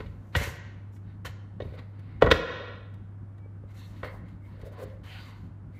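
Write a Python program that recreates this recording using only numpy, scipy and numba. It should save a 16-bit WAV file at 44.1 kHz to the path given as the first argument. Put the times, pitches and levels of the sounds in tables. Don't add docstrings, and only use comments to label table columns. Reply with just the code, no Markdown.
import sys
import numpy as np
from scipy import signal
from scipy.fft import rfft, irfft, next_fast_len
from scipy.io import wavfile
from scipy.ndimage import uniform_filter1d, minimum_filter1d
from numba import njit

SR = 44100
rng = np.random.default_rng(int(sys.argv[2]) if len(sys.argv) > 2 else 0)


def volts_from_decibels(level):
    exponent = np.asarray(level, float) / 20
    return 10 ** exponent


def file_out(sig):
    cols = np.atleast_2d(sig).T
    lim = np.clip(cols, -1, 1)
    pcm = np.round(lim * 32767).astype(np.int16)
    wavfile.write(sys.argv[1], SR, pcm)


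N = 255339
T = np.arange(N) / SR


def colour(x, points):
    hz, db = np.transpose(points)
    n = next_fast_len(len(x))
    f = np.maximum(np.fft.rfftfreq(n, 1 / SR), 1)
    gain_db = np.interp(np.log(f), np.log(hz), db)
    return irfft(rfft(x, n) * volts_from_decibels(gain_db), n)[:len(x)]


def unit(x):
    return x / np.sqrt(np.mean(x ** 2))


def walk(rate_hz):
    k = int(SR / rate_hz)
    steps = np.repeat(rng.standard_normal(N // k + 1), k)
    return 1.7 * uniform_filter1d(uniform_filter1d(steps, k), k)[:N]


def grains(sparse_db):
    size = uniform_filter1d(rng.exponential(size=N), size=24)
    return rng.standard_normal(N) * volts_from_decibels(sparse_db * size * 2)


def contacts(spray_db=-23):
    # start in seconds, crack in dB, then knock, tick and thud in dB re crack.
    struck = [(0.0034, -35, -2, -11, -1.5), (0.0611, -47, -38, -5.5, 12.5),
              (0.352, -8.5, -17.5, -13, -18.5), (0.363, -33.5, -14, 0, 19), (0.413, -38.5, 12.5, -7, 13.5),
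              (0.473, -37.5, 4, -29, 12.5), (1.25, -28.5, -15, -20, -23.5), (1.265, -38.5, -19, -6, -1),
              (1.6027, -37.5, 10.5, -10.5, -18.5), (1.6187, -51, 15.5, 4.5, 16.5),
              (1.6535, -60, 16, -5, 27), (1.738, -49, 7, -9, -8), (1.7895, -45, -4, -1, -16),
              (2.2224, 4, 3.5, -18.5, -15.5), (2.2384, -14.5, -11.5, -11.5, 9),
              (2.2465, -8.5, -3.5, -40.5, -14.5), (2.262, -9.5, 2.5, -15, -5.5), (2.27, -5, 0, -26, -6.5),
              (2.2866, -14.5, 2, -21.5, 2.5), (2.3054, -16, -13, -0.5, -14), (2.3134, 10, -15.5, -8, -28.5),
              (2.3164, -10, 11.5, -10, -4.5), (3.457, -73.5, 24.5, -19, 3.5), (3.6374, -66, 18, -17, 17),
              (3.966, -54, -3, -11, -3), (4.0312, -24, -9.5, -21.5, -16), (4.1412, -68, 22, -13, 2),
              (4.632, -61, 19, -22, 20), (4.8996, -55.5, -18, -4, 12)]
    # start in seconds, level in dB.
    unstuck = [(0.933, -73), (0.963, -61), (1.993, -60), (2.9395, -60.5), (3.381, -65), (4.285, -61),
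               (3.712, -67), (4.614, -55.5), (5.036, -61)]
    # Crack, knock, tick, spray and thud of a click, in dB re its level.
    click_parts_db = [6, -8, -3.5, -5, 5.5]
    hits = []
    for s, crack, knock, tick, thud in struck:
        hits.append((s, crack, crack + knock, crack + tick, crack + tick + spray_db, crack + thud))
    for s, db in unstuck:
        hits.append((s, *(db + np.array(click_parts_db))))
    return hits


def blows(brush_db=-18, scuff=0.84, crack_db=-6, ring_db=-7, swell_cycles=0.06, hold_s=0.005, spot_db=1.0):
    part_hz = [1500, 500, 3700, 9000, 100]
    # nominal frequency in Hz, relative level in dB, T60 in seconds.
    modes = [(51, 0.5, .15), (78.6, 7, 0.13), (142.9, 7.5, 0.09), (245, -4.5, 0.05), (325, -0.5, 0.041),
             (413.4, -1, 0.036), (505.5, 6.5, 0.0096), (607, -5.5, 0.03), (693.3, -8, 0.036),
             (850, -13, 0.011), (1042, -3, 0.0044), (1210, -11.5, 0.012), (1370, -8.5, 0.004),
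             (1492, -9.5, 0.018), (1754, -12, 0.017), (1913, -2, 0.022), (2215, -6, 0.039),
             (2432, -9.5, 0.009), (2654, -11, 0.0082), (2908, -6, 0.012), (3303, -4, 0.0095),
             (3665, -2.5, 0.013), (4062, -7, 0.009), (4477, -8.5, 0.0087), (4620, -12, 0.0093),
             (5040, -13, 0.011), (5397, -17, 0.011), (6050, -16.5, 0.011), (6700, -16.5, 0.01)]
    rise_s, press_s, fall_s = 0.0012, 0.007, 0.0035
    t, lead = np.arange(SR // 4) / SR, SR // 80
    near = np.arange(SR // 20) / SR - lead / SR
    before = np.exp(near / rise_s) + volts_from_decibels(brush_db) * (1 + near * SR / lead)
    after = np.exp(-np.maximum(near - press_s, 0) / fall_s)
    shape = np.where(near < 0, before, after)

    hz, mode_db, t60 = np.array(modes).T[:, :, None]
    swell = (1 - np.exp(-t * hz / swell_cycles)) ** 2
    fade = swell * 1000. ** (-np.maximum(t - hold_s, 0) / t60)

    out, by_hz = np.zeros(N + SR), np.argsort(part_hz)
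    for s, *parts in contacts():
        tilt = np.transpose([part_hz, parts])[by_hz]
        push_noise, crack_noise = rng.standard_normal((2, len(near)))
        detune, side, spot = rng.standard_normal((3, *hz.shape))
        tilt_db = np.interp(np.log(hz), np.log(tilt[:, 0]), tilt[:, 1])
        gain = np.sign(side) * volts_from_decibels(mode_db + spot_db * spot + tilt_db)
        ring = np.sum(gain * np.sin(2 * np.pi * hz * (1 + 0.011 * detune) * t) * fade, axis=0)
        scuffing = scuff * push_noise * shape / np.sqrt(np.sum(shape ** 2))
        push = colour(scuffing, [(500, -17.5), (1100, -2.5)])
        push[lead] += 1
        sound = volts_from_decibels(ring_db) * signal.fftconvolve(push, ring)
        crack_curve = [(200, parts[1] - 25), *tilt[1:], (15000, parts[3] - 4)]
        sound[:len(near)] += volts_from_decibels(crack_db) * colour(shape * crack_noise, crack_curve)
        i = int(s * SR)
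        out[i:i + len(sound)] += sound
    return out[lead:lead + N]


def pressure(edge_s=0.013):
    # start in seconds, rub in dB, fall in dB per second,
    # drag and hiss in dB re rub.
    smears = [(0.0, -50, 172, 1.5, -22), (0.366, -28, 271, -3, -7.5), (1.259, -42, 419, -5, -10.5),
              (1.629, -56.5, 76, 5, -28), (1.788, -59, 288, -10.5, -20), (2.231, -37, 302, -1.5, -13),
              (2.324, -37, 202, -10, -7.5), (4.048, -40.5, 260, -0.5, -53)]
    # start and length in seconds, peak rub in dB,
    # drag and hiss in dB re rub.
    strokes = [(0.046, 0.61, -79.5, 1.5, -2), (0.328, 0.062, -50, -2, -20), (0.386, 0.16, -34, -3.5, -9),
               (0.923, 0.086, -81.5, -12, 9), (1.023, 0.21, -66.5, -12, -24), (1.411, 0.074, -84, 11, -25),
               (1.728, 0.066, -64.5, 8, -34), (1.774, 0.032, -54, -2, -31), (1.932, 0.52, -63.5, -17, -33),
               (3.676, 0.1, -67.5, -6, -10.5), (3.743, 0.24, -60.5, -12, -7.5),
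               (3.906, 0.2, -63, -5, -10.5), (4.253, 0.16, -68, -18, -15), (4.447, 0.23, -61, -2, -27),
               (4.595, 0.2, -60, 8, -35), (4.719, 0.27, -55.5, 6, -33), (5.036, 0.43, -51, -8, -15),
               (5.722, 0.11, -64, -10, -22)]
    for s, db, fall, drag_db, hiss_db in smears:
        on = np.clip((T - s) / edge_s + 1, 0, 1)
        yield on * volts_from_decibels(db - fall * np.maximum(T - s, 0)), drag_db, hiss_db
    for s, length, db, drag_db, hiss_db in strokes:
        # bites, swells to its peak, sags a little, then fades; dB re peak by share of length
        swell_db = np.interp((T - s) / length, [0, 0.35, 0.54, 1], [-6.5, 0, -4, -19.5])
        start = (T - s) / edge_s + 0.5
        end = (s + length - T) / edge_s / 4 + 1
        yield np.clip(np.minimum(start, end), 0, 1) * volts_from_decibels(db + swell_db), drag_db, hiss_db


def rubs(brighten=0.27, mean_hiss_db=-18, patchy_db=4.5):
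    # centre in Hz, width in Hz, mean relative level in dB.
    resonances = [(740, 48, -6.5), (1050, 150, -9), (1475, 120, -11.5), (1840, 200, -7), (2093, 150, -5.5),
                  (2640, 120, -14.5), (3030, 170, -13.5), (3720, 120, -14), (4130, 80, -18),
                  (4500, 110, -19)]
    # frequency in Hz, relative level in dB per Hz.
    hiss_curve = [(2650, -16.5), (4500, -5), (5500, 4), (7050, 4.5), (8880, -2), (13800, 0.5),
                  (14700, -1.5), (15000, -42)]
    n = next_fast_len(N)
    f = np.fft.rfftfreq(n, 1 / SR)
    grit = grains(1.5)
    body = 0.37 * grit
    for hz, width, db in resonances:
        rung = irfft(rfft(grit, n) / (1 + 2j * (f - hz) / width), n)[:N]
        body = body + volts_from_decibels(db + patchy_db * walk(14)) * rung
    rub = unit(colour(body, [(450, -36), (750, 3.5), (950, 8.0), (4500, -1.0), (6600, -28.5)]))
    upper = colour(rub, [(1700, -30.5), (2600, -4.0)])
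    dull = colour(grains(2.0), [(250, -18.5), (430, -8.5), (545, -0.6), (630, -7.5), (800, -45.5)])
    drag = unit(volts_from_decibels(3.28 * walk(60)) * dull)
    hiss = unit(volts_from_decibels(1.5 * walk(36)) * colour(grains(4.3), hiss_curve))
    out = 0
    for gain, drag_db, hiss_db in pressure():
        bright = volts_from_decibels(brighten * (hiss_db - mean_hiss_db)) - 1
        mix = rub + bright * upper + volts_from_decibels(drag_db) * drag + volts_from_decibels(hiss_db) * hiss
        out = out + gain * mix
    return out * volts_from_decibels(0.52 * walk(32) + 1.2 * walk(22))


def rub_bands(flicker_db=1.5):
    # start and length in seconds, peak level before flicker in dB, centre in Hz, width in Hz.
    bands = [(1.667, 0.06, -67, 2380, 200), (3.753, 0.13, -61.5, 3907, 897), (4.4, 0.11, -69, 2150, 200),
             (4.04, 0.2, -58.5, 900, 500), (4.443, 0.13, -68, 1022, 200), (5.04, 0.19, -51, 2520, 1300),
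             (5.071, 0.25, -59.5, 4110, 1300), (5.73, 0.11, -63, 2180, 300)]
    out = 0
    for s, length, db, hz, width in bands:
        curve = [(hz - width, -30), (hz - width / 2, 0), (hz + width / 2, 0), (hz + width, -30)]
        band = unit(colour(grains(1.3), curve))
        swell = np.sin(np.pi * np.clip((T - s) / length, 0, 1))
        out = out + volts_from_decibels(db + flicker_db * walk(33)) * swell * band
    return out


def squeak(middle_s=3.44, peak_db=-68.5, half_width_s=0.053, hz=2290):
    swell = np.exp(-((T - middle_s) / half_width_s) ** 2 / 2)
    level = volts_from_decibels(peak_db + 3.16 * walk(40.1)) * swell
    return level * np.sin(2 * np.pi * hz * T + 0.89 * walk(30))


def counter(x, lag_ms=1.0, bounce=0.043):
    return x + bounce * np.interp(T - lag_ms / 1000, T, x)


def room(x, wet_db=-14, gap_s=0.004):
    # frequency in Hz, T60 in seconds, relative level in dB.
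    decays = [(146, 0.61, 1), (469, 0.77, -2.5), (1350, 0.77, -0.5), (3230, 0.78, -4.5), (6700, 0.55, 0),
              (11100, 0.18, -17.5)]
    hz, t60, db = np.transpose(decays)
    f, t, cells = signal.stft(rng.standard_normal(SR), SR, nperseg=256)
    t60, db = (np.interp(np.log(f + 1), np.log(hz), v)[:, None] for v in (t60, db))
    tail = signal.istft(cells * volts_from_decibels(db) * 1000. ** (-t / t60), SR, nperseg=256)[1][:SR]
    tail = tail * (np.arange(SR) > gap_s * SR)
    tail = tail / np.sqrt(np.sum(tail ** 2))
    return volts_from_decibels(wet_db) * signal.fftconvolve(x, tail)[:N]


def kitchen(hum_hz=100.1, air_db=-48):
    # time in seconds, mean level in dB rms.
    hum_course = [(0, -40.5), (0.299, -49), (0.551, -42.5), (3.002, -42.5), (5.79, -45.5)]
    # frequency in Hz, relative level in dB per Hz.
    air_curve = [(20, -38.5), (40, -8.5), (65, -9), (110, -13.5), (172, -11), (213, -16.5), (310, -22),
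                 (440, -32), (880, -35.5), (1500, -39.5), (2370, -52), (4000, -62.5), (6500, -67),
                 (10000, -68), (14000, -77.5)]
    s, db = np.transpose(hum_course)
    hum_level = np.sqrt(2) * volts_from_decibels(np.interp(T, s, db) + 0.48 * walk(13.0))
    hum = hum_level * np.sin(2 * np.pi * hum_hz * T + 0.13 * walk(16))
    air = unit(colour(rng.standard_normal(N), air_curve))
    rumble = colour(air, [(300, 0.5), (700, -24.0)])
    flicker = volts_from_decibels(1.6 * walk(23)) - 1
    return hum + volts_from_decibels(air_db) * (air + flicker * rumble)


def scene():
    near = counter(blows() + rubs() + rub_bands()) + squeak()
    return (near + room(near) + kitchen())[None]


@njit
def follow(want, down, up):
    out, g = np.empty(len(want)), 0.
    for i in range(len(want)):
        g += (want[i] - g) * (down if want[i] < g else up)
        out[i] = g
    return out


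def band_limit(x):
    return signal.sosfilt(signal.butter(12, 15720, fs=SR, output="sos"), x)


def record(dry, knee_db=-30, squeeze=0.38, attack_s=0.0027, hold_s=0.14, release_s=0.025):
    dry = signal.sosfilt(signal.butter(2, 45., "high", fs=SR, output="sos"), dry)
    dry = signal.sosfilt(signal.ellip(8, .2, 60, 15500., fs=SR, output="sos"), dry)
    loud_db = 10 * np.log10(uniform_filter1d(dry[0] ** 2, size=512) + 1e-12)
    duck_db = -squeeze * np.maximum(loud_db - knee_db, 0)
    half = int(hold_s * SR) // 2
    want_db = minimum_filter1d(duck_db, 2 * half + 1, origin=half)
    gain_db = follow(want_db, 1 / (attack_s * SR), 1 / (release_s * SR))
    return band_limit(np.tanh(dry * volts_from_decibels(gain_db)))


dry = scene()
out = record(dry)
file_out(out)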